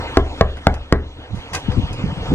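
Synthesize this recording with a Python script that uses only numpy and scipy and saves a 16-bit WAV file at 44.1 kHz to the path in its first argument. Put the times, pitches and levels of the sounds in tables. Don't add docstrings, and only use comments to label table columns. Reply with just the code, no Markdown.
import sys
import numpy as np
from scipy import signal
from scipy.fft import rfft, irfft
from scipy.io import wavfile
from scipy.ndimage import uniform_filter1d

SR = 44100
rng = np.random.default_rng(int(sys.argv[2]) if len(sys.argv) > 2 else 0)


def store_pcm(level_fs):
    pcm = np.round(np.clip(level_fs, -1, 1) * 32767).astype(np.int16)
    wavfile.write(sys.argv[1], SR, np.atleast_2d(pcm).T)


N = 103370


def amp(db):
    return 10 ** (np.asarray(db) / 20)


def unit(x):
    return x / np.sqrt(np.mean(x ** 2) + 1e-20)


def by_hz(points, hz):
    f, value = np.transpose(points)
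    return np.interp(np.log(hz + 1), np.log(f + 1), value)


def by_time(points):
    return np.interp(np.arange(N) / SR, *np.transpose(points))


def add(mix, start_s, sound):
    at = round(start_s * SR)
    sound = sound[:, max(-at, 0):]
    part = mix[:, max(at, 0):][:, :sound.shape[1]]
    part += sound[:, :part.shape[1]]


def noise(size, gain, same):
    hz = np.fft.rfftfreq(size, 1 / SR)
    left, other = rfft(rng.standard_normal((2, size)))
    likeness = np.clip(same(hz), -1, 1)
    right = likeness * left + np.sqrt(1 - likeness ** 2) * other
    return unit(irfft(np.array([left, right]) * gain(hz), size))


def ports(x, delay_s):
    hz = np.fft.rfftfreq(2 * N, 1 / SR)
    late = rfft(x[1], 2 * N) * np.exp(-2j * np.pi * hz * delay_s)
    return np.array([x[0], irfft(late)[:N]])


# (frequency [Hz], relative level [dB], time to fade by 60 dB [s])
BOOM_MODES = [(25.5, -10, 0.52), (53.6, -8.5, 0.38), (60.2, -17, 0.47), (74.05, -8, 0.51),
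              (116.5, -14.5, 0.31)]


def boom(t):
    return -sum(amp(level - 60 * t / t60) * np.sin(2 * np.pi * hz * t) for hz, level, t60 in BOOM_MODES)


# (frequency [Hz], relative level per Hz [dB])
RING_COLOUR = [(60, -4.5), (150, -3), (400, 0), (800, -4), (1300, -6.5), (2100, -5), (2450, -20.5),
               (5000, -22), (12000, -69)]
# (frequency [Hz], time to fade by 60 dB [s])
RING_FADE = [(100, 0.38), (400, 0.51), (1100, 0.3), (3000, 0.13)]


def dense_ring(size, same=0.95):
    x = noise(size, lambda hz: amp(by_hz(RING_COLOUR, hz)), lambda hz: same)
    hz, t, spectrum = signal.stft(x, SR, nperseg=256)
    fade = amp(-60 * t / by_hz(RING_FADE, hz)[:, None])
    return signal.istft(spectrum * fade, SR, nperseg=256)[1][:, :size]


# (frequency [Hz], relative level [dB], time to fade by 60 dB [s])
PANE_MODES = [(194.8, -3.5, .2), (247.4, -11.5, 0.3), (277.7, -1.5, 0.14), (319, -5.5, .15),
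              (379, -7, 0.28), (401.8, -1.5, 0.2), (450.5, -6, 0.21), (539, -6, 0.074), (645.3, -2.5, 0.15),
              (674.6, 1.5, 0.077), (738, -6.5, .17), (801, -6.5, .13), (819, -11, 0.18), (903, -13, 0.12),
              (1030, -4, .14), (1131, 1, 0.09), (1285, -15, .13), (1420, -8.5, 0.07), (1575, -19, 0.22),
              (1630, -12.5, 0.18), (1675, -18, .14), (1890, -7.5, 0.1), (2092, -10, 0.1)]
PANE_DB, RING_DB = -17, -20.5
FLEX_DB, FLEX_S, FLEX_TURNS, FLEX_DECAY_S = 18.5, 0.0001383, 0.4026, 0.00084
EDGE_NOISE_DB, EDGE_NOISE_HZ, EDGE_NOISE_WIDTH_HZ, EDGE_NOISE_S = -2, 3800, 2300, 0.00082


def knock(db, lag_s, second_db, ring_db, dull_hz, boom_db,
          spread_rad=0.39, build_s=0.0012, skin_hz=7000, edge_same=0.95):
    t = np.arange(SR * 3 // 4) / SR
    flex_turns = FLEX_TURNS * np.log1p(t / FLEX_S)
    flex = -amp(FLEX_DB) * np.sin(2 * np.pi * flex_turns) * np.exp(-t / FLEX_DECAY_S)
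    flex = signal.lfilter(*signal.butter(2, skin_hz, fs=SR), flex)

    modes = 0
    for k, (hz, level, t60) in enumerate(PANE_MODES):
        phase = spread_rad * rng.standard_normal((2, 1))
        modes = modes + (-1) ** k * amp(level - 60 * t / t60) * np.sin(2 * np.pi * hz * t + phase)
    ring = amp(PANE_DB) * modes + amp(RING_DB) * dense_ring(len(t))
    ring = ring * (1 - np.exp(-t / build_s))
    ring = signal.lfilter(*signal.butter(1, dull_hz, fs=SR), ring)

    def treble_band(hz):
        return 1 / (1 + ((hz - EDGE_NOISE_HZ) / EDGE_NOISE_WIDTH_HZ) ** 4)
    edge = noise(len(t), treble_band, lambda hz: edge_same) * np.exp(-t / EDGE_NOISE_S)
    one_knuckle = flex + amp(ring_db) * ring
    both = one_knuckle + amp(EDGE_NOISE_DB) * edge
    add(both, lag_s, amp(second_db) * one_knuckle)
    return amp(db) * (both + amp(boom_db) * boom(t))


# (time [s], level [dB], lag of second knuckle [s],
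# relative level of second knuckle [dB], ring level [dB], ring dull above [Hz], boom level [dB])
KNOCKS = [(-.085, 2, 0.0014, -56, -3, 1500, -11), (0.1714, -0.5, 0.0029, -5.5, 1.5, 1300, -3),
          (.4102, -2, 0.0017, -.5, 0.5, 2000, -3.5), (.6692, 0.5, 0.001356, -4, -0.5, 3000, -6),
          (0.9250, -0.5, .00056, -7, -0.5, 4500, -5.5)]
SWAY_S, SWAY_DB, SWAY_SWELL_S = 1.165, -24, 0.04


def window(delay_s=0.000098, right_db=-0.86):
    out, t = np.zeros((2, N)), np.arange(SR // 2) / SR
    for start_s, *row in KNOCKS:
        add(out, start_s, knock(*row))
    sway = boom(t) * np.minimum(t / SWAY_SWELL_S, 1)
    add(out, SWAY_S, amp(SWAY_DB) * sway[None])
    return ports(out, delay_s) * amp([[0], [right_db]])


# (frequency [Hz], relative level per Hz [dB])
AIR_COLOUR = [(25, 4), (60, 4), (120, 3), (200, -11), (275, 4), (370, -5.5), (500, -2.5), (620, -5.5),
              (900, -7), (1400, -9), (2000, -15), (3300, -10), (5000, -23.5), (7000, -24.5), (11500, -26),
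              (14000, -45), (16000, -65)]
# (frequency [Hz], half width [Hz], lift [dB])
PORCH = [(499, 7.9, 6), (746, 21, 6), (918, 22, 8), (1280, 48, 2), (1615, 11, 4.5), (1825, 16, 9),
         (2070, 19, 11)]
# (frequency [Hz], likeness [0 to 1])
AIR_SAME = [(50, 1), (300, 0.91), (900, 0.89), (1500, 0.33), (2600, 0.98), (3700, 0.97), (6000, 0.38),
            (12000, 1)]
# (time [s], level [dB])
AIR_LEVEL = [(0, -27), (.16, -27.5), (.22, -34), (.4, -30), (.45, -37), (.65, -34.5), (.70, -36), (.9, -39),
             (.97, -42), (1.3, -37.5), (1.55, -33), (1.75, -30.5), (2.1, -31), (2.34, -26.5)]


def air(flutter_db=3.0, delay_s=0.00014):
    def colour(hz):
        lift_db = sum(db / (1 + ((hz - f) / width) ** 2) for f, width, db in PORCH)
        return amp(by_hz(AIR_COLOUR, hz) + lift_db)
    x = noise(N, colour, lambda hz: by_hz(AIR_SAME, hz))
    spectrum = signal.stft(x, nperseg=512)[2]
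    patches = rng.standard_normal(spectrum.shape[1:])
    patches = uniform_filter1d(patches, size=8, axis=0)
    patches = unit(uniform_filter1d(patches, size=8, axis=1))
    x = signal.istft(spectrum * amp(flutter_db * patches), nperseg=512)[1][:, :N]
    return ports(unit(x), delay_s) * amp(by_time(AIR_LEVEL))


# (time [s], level [dB], relative level of frame [dB], rise [s], decay to 1/e [s])
CLICKS = [(0.568, -44.5, 8, 0.0033, 0.013), (0.74, -35, 3, 0.0016, 0.0086), (1.35, -45.5, 2, 0.0035, 0.085),
          (1.531, -22, -1, 0.0034, 0.024), (1.5452, -23, 2.5, 0.0014, 0.015),
          (1.5484, -17, -6, 0.0008, 0.0022), (1.5514, -16.5, -3.5, .0005, 0.0037),
          (1.558, -35, 6.5, 0.0026, 0.021), (1.717, -41, 11.5, 0.0013, 0.013),
          (1.928, -33, -26, 0.0015, 0.011)]
# (frequency [Hz], half width [Hz], relative level [dB])
METAL = [(3960, 230, -11), (4930, 390, -6.5), (6030, 165, -2), (6970, 700, -7.5), (8340, 270, -10),
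         (9230, 870, -7), (11700, 1400, -11)]
# (frequency [Hz], half width [Hz], relative level [dB])
FRAME = [(450, 460, -3.5), (748, 26, 3), (1085, 116, 2.5), (1574, 41, 9.5), (1964, 145, 0), (2486, 15, 3.5),
         (2720, 1100, -10)]
# (frequency [Hz], relative level [dB], time to fade by 60 dB [s])
LATCH_RING = [(128, -6.5, .2), (500, -5, .12), (737, -4, 0.11), (1110, -2.5, 0.1), (1540, 5, .13),
              (2080, 0, .09), (2520, 13, .11), (5015, -14, 0.098), (6000, -1, 0.11), (6130, -12, 0.15),
              (8250, -2, 0.25), (9700, 1, .15)]
GRIT_DB, LATCH_RING_DB = 3.5, -22
# (time [s], level [dB], frequency [Hz], time to fade by 60 dB [s], swell [s])
DOOR_NOTE = (1.711, -28, 502, .28, .008)


def latch(metal_same=0.41, frame_same=0.86, delay_s=0.0001, top_hz=12800):
    def body(table):
        return lambda hz: np.sqrt(sum(amp(db) ** 2 / (1 + ((hz - f) / w) ** 2) ** 2 for f, w, db in table))
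    out, t = np.zeros((2, N)), np.arange(SR // 4) / SR
    for start_s, db, body_db, rise_s, decay_s in CLICKS:
        metal = noise(len(t), body(METAL), lambda hz: metal_same)
        frame = noise(len(t), body(FRAME), lambda hz: frame_same)
        roughness = unit(uniform_filter1d(rng.standard_normal(len(t)), size=50))
        grit = unit(amp(GRIT_DB * roughness))
        ring = 0
        for hz, level, t60 in LATCH_RING:
            swing = np.sin(2 * np.pi * (hz * t + rng.random((2, 1))))
            ring = ring + amp(LATCH_RING_DB + level - 60 * t / t60) * swing
        rise = np.minimum(t / rise_s, 1)
        fade = np.exp(-np.maximum(t - rise_s, 0) / decay_s)
        scrape = fade * grit * (metal + amp(body_db) * frame)
        add(out, start_s, amp(db) * rise * (ring + scrape))

    start_s, db, hz, t60, swell_s = DOOR_NOTE
    note = np.minimum(t / swell_s, 1) * amp(db - 60 * t / t60) * np.sin(2 * np.pi * hz * t)
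    add(out, start_s, note[None])
    out = signal.sosfilt(signal.butter(10, top_hz, fs=SR, output="sos"), out)
    return ports(out, delay_s)


# (time [s], level [dB])
WIND = [(1.28, -63), (1.31, -33), (1.345, -32.5), (1.39, -29.5), (1.45, -70), (1.50, -64), (1.525, -28.5),
        (1.57, -30), (1.63, -49), (1.67, -33), (1.70, -21), (1.75, -28), (1.785, -16.5), (1.82, -29.5),
        (1.845, -21.5), (1.88, -34), (1.915, -23.5), (1.98, -36.5), (2.06, -19), (2.12, -25), (2.15, -42),
        (2.18, -24.5), (2.27, -34.5), (2.30, -19.5), (2.34, -14)]
# (time [s], left minus right [dB])
WIND_PAN = [(1.35, -10), (1.55, -0.5), (1.69, 5), (1.79, 9), (1.85, 2.5), (2.04, -2.5), (2.13, 1),
            (2.34, 1)]
# (frequency [Hz], relative level per Hz [dB])
GUST_LOW = [(10, -30.5), (28, 8), (45, -2.5), (95, 7), (150, 2.5), (220, -12.5), (400, -59.5), (1000, -83)]
# (frequency [Hz], relative level per Hz [dB])
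GUST_HIGH = [(60, -9.5), (130, -9.5), (190, -1), (300, -7.5), (450, -10.5), (800, -57), (2000, -85)]
# (frequency [Hz], likeness [0 to 1])
GUST_SAME = [(30, 0.99), (100, 1), (300, 0.5)]
GUST_LOW_DB, GUST_HIGH_DB, GUST_GROWTH = -1, -2, 1.45


def wind():
    def eddies(spectrum):
        x = noise(N, lambda hz: amp(by_hz(spectrum, hz)), lambda hz: by_hz(GUST_SAME, hz))
        power = uniform_filter1d((abs(signal.hilbert(x)) ** 2).mean(0), size=600)
        return unit(x / np.sqrt(power + 0.22))
    strength, pan = by_time(WIND), by_time(WIND_PAN)
    low = eddies(GUST_LOW) * amp(GUST_LOW_DB + strength)
    high = eddies(GUST_HIGH) * amp(GUST_HIGH_DB + GUST_GROWTH * strength)
    return (low + high) * amp(np.array([pan, -pan]) / 2)


# (time [s], level [dB], length [s], first frequency [Hz], last frequency [Hz],
# left minus right [dB]); the frequencies wobble around this glide
EDDIES = [(1.325, -17.5, 0.028, 118, 74.7, -7), (1.337, -22.5, 0.017, 218, 150, -10),
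          (1.682, -11, 0.011, 258, 157, 10), (1.689, -10.5, 0.02, 116.5, 69.4, 8),
          (1.766, -16, 0.026, 286, 210, 7.5), (1.777, -10.5, 0.02, 110, 80, 6.5),
          (1.792, -13.5, .012, 290, 160, 8.5), (1.830, -12.5, 0.018, 101, 69.5, -4),
          (2.038, -7, 0.011, 184, 127, -4), (2.117, -17, 0.02, 179, 139, 4),
          (2.168, -19, 0.023, 172, 135, 4.5), (2.208, -23, 0.021, 109, 64.6, -1.5),
          (2.306, -11, 0.025, 193, 304, -2), (2.322, -9, 0.031, 140, 227, -3),
          (2.327, -20, 0.021, 332, 436, 13.5)]


def thumps(wobble=0.26):
    out = np.zeros((2, N))
    for start_s, db, length_s, first_hz, last_hz, pan_db in EDDIES:
        u = np.arange(0, 1, 1 / (length_s * SR))
        extra_turns, wobble_start, phase = rng.random(3)
        glide = first_hz * (last_hz / first_hz) ** u
        hz = glide * (1 + wobble * np.sin(2 * np.pi * ((2 + extra_turns) * u + wobble_start)))
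        swell = np.sin(np.pi * u ** 1.18)
        swing = swell * np.sin(2 * np.pi * (np.cumsum(hz) / SR + phase))
        add(out, start_s, amp(db + np.array([[pan_db], [-pan_db]]) / 2) * swing)
    return out


def scene():
    return window() + air() + latch() + wind() + thumps()


# (frequency [Hz], lift [dB])
TONE = [(8, -19), (32, 0), (100, 1), (2000, -1), (3200, 1.5), (6000, -1.5), (8500, -9.5), (12000, -18),
        (16000, 2)]
EDGE_HZ = 15300


def record(dry):
    clipped = dry / (1 + dry ** 8) ** (1 / 8)
    tone = amp(by_hz(TONE, np.fft.rfftfreq(2 * N, 1 / SR)))
    coloured = irfft(rfft(clipped, 2 * N) * tone)[:, :N]
    treble_limit = signal.firwin(255, EDGE_HZ, window=("kaiser", 9), fs=SR)
    return signal.oaconvolve(coloured, treble_limit[None], "same")


dry = scene()
out = record(dry)
store_pcm(out)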